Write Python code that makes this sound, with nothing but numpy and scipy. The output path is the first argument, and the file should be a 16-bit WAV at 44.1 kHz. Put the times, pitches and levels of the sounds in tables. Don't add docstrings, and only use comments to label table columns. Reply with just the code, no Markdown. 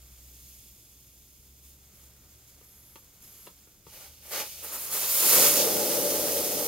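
import sys
import numpy as np
from scipy import signal
from scipy.fft import rfft, irfft, next_fast_len
from scipy.io import wavfile

SR = 44100
rng = np.random.default_rng(int(sys.argv[2]) if len(sys.argv) > 2 else 0)


def wrap_up_sound(samples):
    columns = np.atleast_2d(samples).T
    tamed = np.clip(columns, -1, 1)
    steps = np.round(tamed * 32767).astype(np.int16)
    wavfile.write(sys.argv[1], SR, steps)


N = 294147
TIME = np.arange(N) / SR
SIZE = next_fast_len(N + SR)
HZ = np.maximum(np.arange(SIZE // 2 + 1) * SR / SIZE, 1)


def from_db(db):
    return 10 ** (np.asarray(db) / 20)


def in_time(rows):
    s, *columns = np.transpose(rows)
    return [np.interp(TIME, s, column) for column in columns]


def over_hz(points):
    hz, value = np.transpose(points)
    return np.interp(np.log(HZ), np.log(hz), value)


def peak_power(peaks):
    return sum(from_db(db) ** 2 / (1 + (2 * (HZ - hz) / width) ** 2) for hz, width, db in peaks)


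def resonant(peaks):
    return np.sqrt(1 + peak_power(peaks))


def below(edge_hz, order):
    return 1 / (1 + (HZ / edge_hz) ** (2 * order))


def noise(gain, band=(0, SR), count=3):
    inside = (HZ >= band[0]) & (HZ <= band[1])
    band_rms = np.sqrt(np.mean((gain * inside) ** 2))
    white = rng.standard_normal((count, SIZE))
    return irfft(rfft(white) * gain / band_rms, SIZE)[:, :N]


def drift(rate_hz):
    return noise(1 / (1 + (HZ / rate_hz) ** 2), count=1)[0]


# [dB per Hz, relative]
AIR_COLOUR = [(20, -27), (34, -4), (55, -4.5), (110, -3), (170, -8.5), (260, -11), (500, -18), (1000, -29),
              (2500, -39), (12000, -45)]


def outdoor_air(level_db=-64.5):
    return from_db(level_db) * noise(from_db(over_hz(AIR_COLOUR)))


# start_s [s], pitch_hz [firings per second, before the wander]
ENGINE_PITCH = [(0, 63.3), (1.3, 63.5), (1.7, 68), (3.6, 67.9), (4.1, 74.1), (6.67, 67.2)]
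# [dB, before trim and waver]
ENGINE_LEVEL = [(0, -52), (.75, -63.5), (1.9, -60.5), (2.85, -66.5), (3.05, -72), (4.02, -68),
                (4.11, -56.5), (4.45, -64.5), (6.67, -62)]


def engine(trim_db=-0.1, waver_db=2.6, wander_hz=0.57, octave_db=-13):
    (hz,), (level_db,) = in_time(ENGINE_PITCH), in_time(ENGINE_LEVEL)
    phase = 2 * np.pi * np.cumsum(hz + wander_hz * drift(8.3)) / SR
    drone = np.sin(phase) + from_db(octave_db) * np.sin(2 * phase)
    return np.sqrt(2) * from_db(level_db + trim_db + waver_db * drift(7.9)) * drone


def reflections(first_s=0.00315, t60_s=0.12):
    t = TIME[:SR // 2]
    echoes = rng.standard_normal(len(t)) * from_db(-60 * t / t60_s) * (t > first_s)
    return rfft(echoes / np.linalg.norm(echoes), SIZE)


def scatter(x):
    sides = np.array([reflections(), reflections()])
    return np.array([x, *irfft(rfft(x, SIZE) * sides, SIZE)[:, :N]])


# [Hz, softening edge]
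CLICKS = [(0.659, -52.5, 1200), (2.613, -40, 600), (2.617, -54, 885), (2.957, -38.5, 6000),
          (2.9604, -41, 3030), (2.964, -47, 3000), (3.468, -38, 3000), (3.472, -34, 1500),
          (3.475, -34, 700), (3.672, -43, 600), (3.867, -34, 800), (4.926, -23, 90)]
# pitch_hz [Hz], level_db [dB re click], t60_s [s]
RIM_MODES = [(95, -19, 0.099), (174, -18.5, 0.12), (300, -18, 0.048), (414, -3, 0.017), (553, -7, 0.033),
             (875, -10.5, 0.031), (1160, -5, 0.015), (1410, -10, 0.0093), (2210, -9, 0.015),
             (2770, -7, 0.02), (3370, -1, 0.0057), (4280, -6, .012)]


def tool(ring_db=-3.5, scatter_db=2.0, crack_db=-3, crack_s=0.0028):
    start_s, click_db, bright_hz = np.transpose(CLICKS)
    ring = np.zeros(N)
    for k, (hz, mode_db, t60_s) in enumerate(RIM_MODES):
        knock_db = click_db + mode_db + scatter_db * rng.standard_normal(len(start_s))
        knocks = np.zeros(N)
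        knocks[(start_s * SR).astype(int)] = from_db(knock_db) / np.hypot(1, hz / bright_hz)
        r, w = from_db(-60 / (t60_s * SR)), 2 * np.pi * hz / SR
        mode = signal.lfilter([0, np.sin(w)], [1, -2 * r * np.cos(w), r * r], knocks + 1e-18)
        ring += (-1) ** k * mode
    out = from_db(ring_db) * ring
    t = TIME[:SR // 20]
    for start, db, edge_hz in CLICKS:
        burst = from_db(db + crack_db) * rng.standard_normal(len(t)) * np.exp(-t / crack_s)
        first = int(start * SR)
        soften = signal.butter(1, min(edge_hz, SR / 3), fs=SR)
        out[first:first + len(t)] += signal.lfilter(*soften, burst)
    return out


# [dB, before trim and fade-in]
ROAR_LEVEL = [(5.12, -43), (5.255, -29), (5.3, -36.5), (5.395, -27.5), (5.524, -38.5), (5.585, -30),
              (6.67, -35.5)]
# [dB per Hz, relative]
ROAR_COLOUR = [(30, -30), (70, -23), (120, -18), (190, -10), (320, -6), (400, -5), (480, 1), (580, -4),
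               (630, -9.5), (850, -16), (930, -24.5), (1600, -52)]
# pitch_hz [Hz], width_hz [Hz], level_db [dB over the roar]
HOLLOW_PEAKS = [(286, 6.9, 0.5), (323, 18, 0), (510, 23, -19), (585, 42, 8), (853, 37, 7.5)]


def roar(trim_db=0.75, opening_s=0.32):
    roar_db, = in_time(ROAR_LEVEL)
    opened = np.clip((TIME - ROAR_LEVEL[0][0]) / opening_s, 0, 1)
    stream = noise(from_db(over_hz(ROAR_COLOUR)) * resonant(HOLLOW_PEAKS), (250, 700))
    return opened * stream * from_db(roar_db + trim_db)


def surge(start, length, attack_s=0.034, release_s=0.03):
    swell = np.clip((TIME - start) / attack_s, 0, 1)
    return swell * np.exp(-np.maximum(TIME - start - length, 0) / release_s)


# start_s [s], length_s [s, up to the release],
# hiss_db, rush_db, coarse_db [dB, before the jet's trims], whistle_share [0-1]
SURGES = [(1.616, 0.1, -60, -67, -89, 0), (1.913, 0.16, -61.5, -68, -76.5, 0),
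          (2.278, 0.27, -68, -71, -92, 0), (2.458, 0.039, -59, -64, -86, 0),
          (2.61, 0.39, -68, -87, -92, .6), (3.193, 0.28, -59.5, -62.5, -72, 0.9),
          (3.907, 0.16, -53, -59, -62.5, 0), (4.218, 0.061, -52, -62, -63, 0),
          (4.276, 0.045, -42.5, -55, -55, 0), (4.304, .11, -37, -40.5, -43, 0),
          (4.613, 0.033, -38.5, -55, -50, 0), (4.707, 0.045, -37, -45.5, -45.5, 0),
          (4.766, .1, -39.5, -51.5, -62, 0), (4.899, 0.062, -31, -39.5, -45.5, 0),
          (4.993, 0.046, -50, -40, -46.5, 0), (5.075, 0.21, -29.5, -46, -54, 0),
          (5.388, .08, -26.5, -27.5, -39.5, 0), (5.545, 0.072, -37, -28.5, -54, 0.1)]
# [dB, relative]
WHISTLE_PEAKS = [(6620, 180, -15), (11250, 400, 2), (11620, 120, -4), (12400, 260, 5), (13500, 500, -14)]


def whistle(level_db=-55.5):
    singing = sum(np.clip(share, 0, 1) * surge(start, length) for start, length, *_, share in SURGES)
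    return from_db(level_db) * singing * noise(np.sqrt(peak_power(WHISTLE_PEAKS)))


# [dB, before the jet's trims]
LEAK = [(0, -60, -72.5), (.53, -54, -77.5), (.8, -59, -79), (1.5, -60.5, -80.5), (2.05, -62.5, -73.5),
        (3.6, -60.5, -74.5), (3.84, -65, -77.5), (3.88, -56, -72), (4.2, -58.5, -73.5), (4.47, -45, -63),
        (4.61, -47.5, -65.5), (4.69, -43, -53.5), (4.9, -41.5, -53.5), (4.98, -33, -46.5),
        (5.12, -30, -47.5), (5.35, -20, -34), (5.68, -29.5, -44), (6.67, -32.5, -49)]


def airflow(rush_db=-5.0, rush_follows=0.97, trickle_db=-60, spill_db=3):
    hiss_db, coarse_db = in_time(LEAK)
    from_hiss = from_db(trickle_db + rush_db + rush_follows * (hiss_db - trickle_db))
    rush = np.hypot(from_hiss, from_db(coarse_db + spill_db))
    power = np.array([from_db(hiss_db), rush, from_db(coarse_db)]) ** 2
    for start, length, *levels_db, _ in SURGES:
        power = power + np.outer(from_db(levels_db), surge(start, length)) ** 2
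    return 10 * np.log10(power)


def eddies(colour, peaks, coarse_db, rush_db, hiss_db, coarse_hz=2100, fine_hz=8600):
    gain = from_db(over_hz(colour)) * resonant(peaks)
    large, not_small = below(coarse_hz, order=5), below(fine_hz, order=7)
    coarse = noise(gain * np.sqrt(large), (800, 2000))
    rush = noise(gain * np.sqrt((1 - large) * not_small), (2500, 8000))
    hiss = noise(gain * np.sqrt(1 - not_small), (9000, 15500))
    return coarse * from_db(coarse_db) + rush * from_db(rush_db) + hiss * from_db(hiss_db)


# [dB per Hz, relative]
SEEP_COLOUR = [(100, 3), (500, -4), (1000, -7.5), (1300, -5), (1800, -8.5), (2200, -2.5), (4200, -2.5),
               (6000, -2.5), (7400, 1), (8300, -3.5), (10500, -3), (12600, -1), (16000, -1)]
PUFF_COLOUR = [(30, -34), (130, -10.5), (230, -6), (400, 2), (560, 6.5), (700, -1), (1000, -5), (1800, -3),
               (2400, 3), (3400, 6), (6500, 5), (8200, -2.5), (12600, -2), (16000, -3)]
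JET_COLOUR = [(25, -34), (60, -9.5), (160, -9.5), (300, -6), (540, 3), (700, -3), (1250, 0), (1750, -5.5),
              (2100, -1.5), (4500, 2), (8200, -0.5), (9700, 0.5), (13000, 3), (16000, 1)]
# pitch_hz [Hz], width_hz [Hz], level_db [dB over the flat background]
SEEP_PEAKS = [(3440, 230, 2), (5000, 390, 2.5), (6470, 150, 6), (6880, 160, 4.5), (9050, 70, -1),
              (9170, 120, 2), (10200, 130, 0), (11400, 160, -2), (12500, 150, 4), (12750, 180, 4),
              (13550, 130, 3), (13920, 110, -2)]
PUFF_PEAKS = [(844, 57, 7.5), (1190, 100, 4.5), (1430, 99, 2.5), (2350, 350, 2), (2900, 224, -0.5),
              (4500, 30, 8.5), (4970, 220, 3), (6650, 480, 2), (10400, 110, -9), (12500, 170, 6),
              (14500, 160, 6)]
BORE_PEAKS = [(2120, 49, -11), (2620, 36, 5), (3330, 26, -1), (4860, 44, 4), (6750, 53, 10), (7030, 280, 5),
              (7600, 200, -3), (8450, 33, -4), (9710, 100, 3.5), (10200, 52, -11), (11960, 70, 0),
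              (13300, 60, 3)]
OPEN_PEAKS = [(4970, 520, 0.5), (5710, 110, -3), (6550, 830, 2), (9500, 170, 2), (10040, 190, 0),
              (12000, 230, 2), (13700, 150, 0)]


def jet(loose_s=3.87, wide_s=4.66, out_s=5.6, change_s=0.082, flutter_db=0.5, sputter_db=0.84):
    hiss_db, rush_db, coarse_db = airflow()
    coarse_db = coarse_db + sputter_db * drift(30)
    loose, wide, out = (np.clip((TIME - s) / change_s + .5, 0, 1) for s in (loose_s, wide_s, out_s))
    seep = eddies(SEEP_COLOUR, SEEP_PEAKS, coarse_db - 0.7, rush_db + 0.17, hiss_db - 0.6)
    puff = eddies(PUFF_COLOUR, PUFF_PEAKS, coarse_db - 0.3, rush_db + 1.7, hiss_db - 0.3)
    spurt = eddies(JET_COLOUR, BORE_PEAKS, coarse_db - 0.3, rush_db - 0.8, hiss_db + 0.1)
    stream = eddies(JET_COLOUR, OPEN_PEAKS, coarse_db - 0.1, rush_db - 0.7, hiss_db - 0.3)
    early = np.sqrt(1 - loose) * seep + np.sqrt(loose * (1 - wide)) * puff
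    late = np.sqrt(wide * (1 - out)) * spurt + np.sqrt(out) * stream
    return (early + late) * from_db(flutter_db * drift(35))


# pitch_hz [Hz], lead_rad [radians by which left leads]
LEAD = [(50, 0), (600, .15), (1350, .5), (2100, 0), (2750, -.05), (3300, -.65), (4400, -.55), (5100, -1.1),
        (5900, -2.9), (6700, -1.4), (7900, -2.15), (9300, -1.5), (10300, -1.05), (12000, 0)]
# [dB, left over right]
LEAN = [(70, .5), (250, 2.7), (850, 3.7), (1600, 1), (2400, .2), (3200, 1.4), (4400, -1.8), (5650, -4.9),
        (6050, -2.5), (6600, -3.4), (7200, -2.3), (8800, -1.5), (11500, 0)]
# pitch_hz [Hz], diffuse_share [share of power, 0-1]
DIFFUSE = [(60, .03), (250, .07), (650, .15), (1050, .55), (1650, .46), (2400, .1), (3300, .46),
           (4700, .42), (6200, .6), (6700, .3), (9500, .25), (10700, .25), (11700, .07), (12300, .001)]


def microphones(x, garage_db=-11):
    sides = np.array([[1], [-1]])
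    diffuse = np.clip(over_hz(DIFFUSE), 0, 1)
    lean = from_db(sides * over_hz(LEAN) / 2)
    direct = np.sqrt(1 - diffuse) * lean * np.exp(1j * sides * over_hz(LEAD) / 2)
    even = np.sqrt(np.abs(direct.mean(axis=0)) ** 2 + diffuse / 2)
    garage = (1 + from_db(garage_db) * reflections()) / np.hypot(1, from_db(garage_db))
    sound = rfft(x, SIZE)
    near = sound[0] * garage * direct
    scattered = sound[1:] * np.sqrt(diffuse) * lean
    return irfft((near + scattered) / even, SIZE)[:, :N]


def scene():
    valve = jet() + whistle() + roar() + scatter(tool())
    return microphones(outdoor_air() + valve) + engine()


def record(dry, cutoff_hz=15750):
    return signal.sosfilt(signal.ellip(12, .1, 80, cutoff_hz, fs=SR, output="sos"), dry)


dry = scene()
out = record(dry)
wrap_up_sound(out)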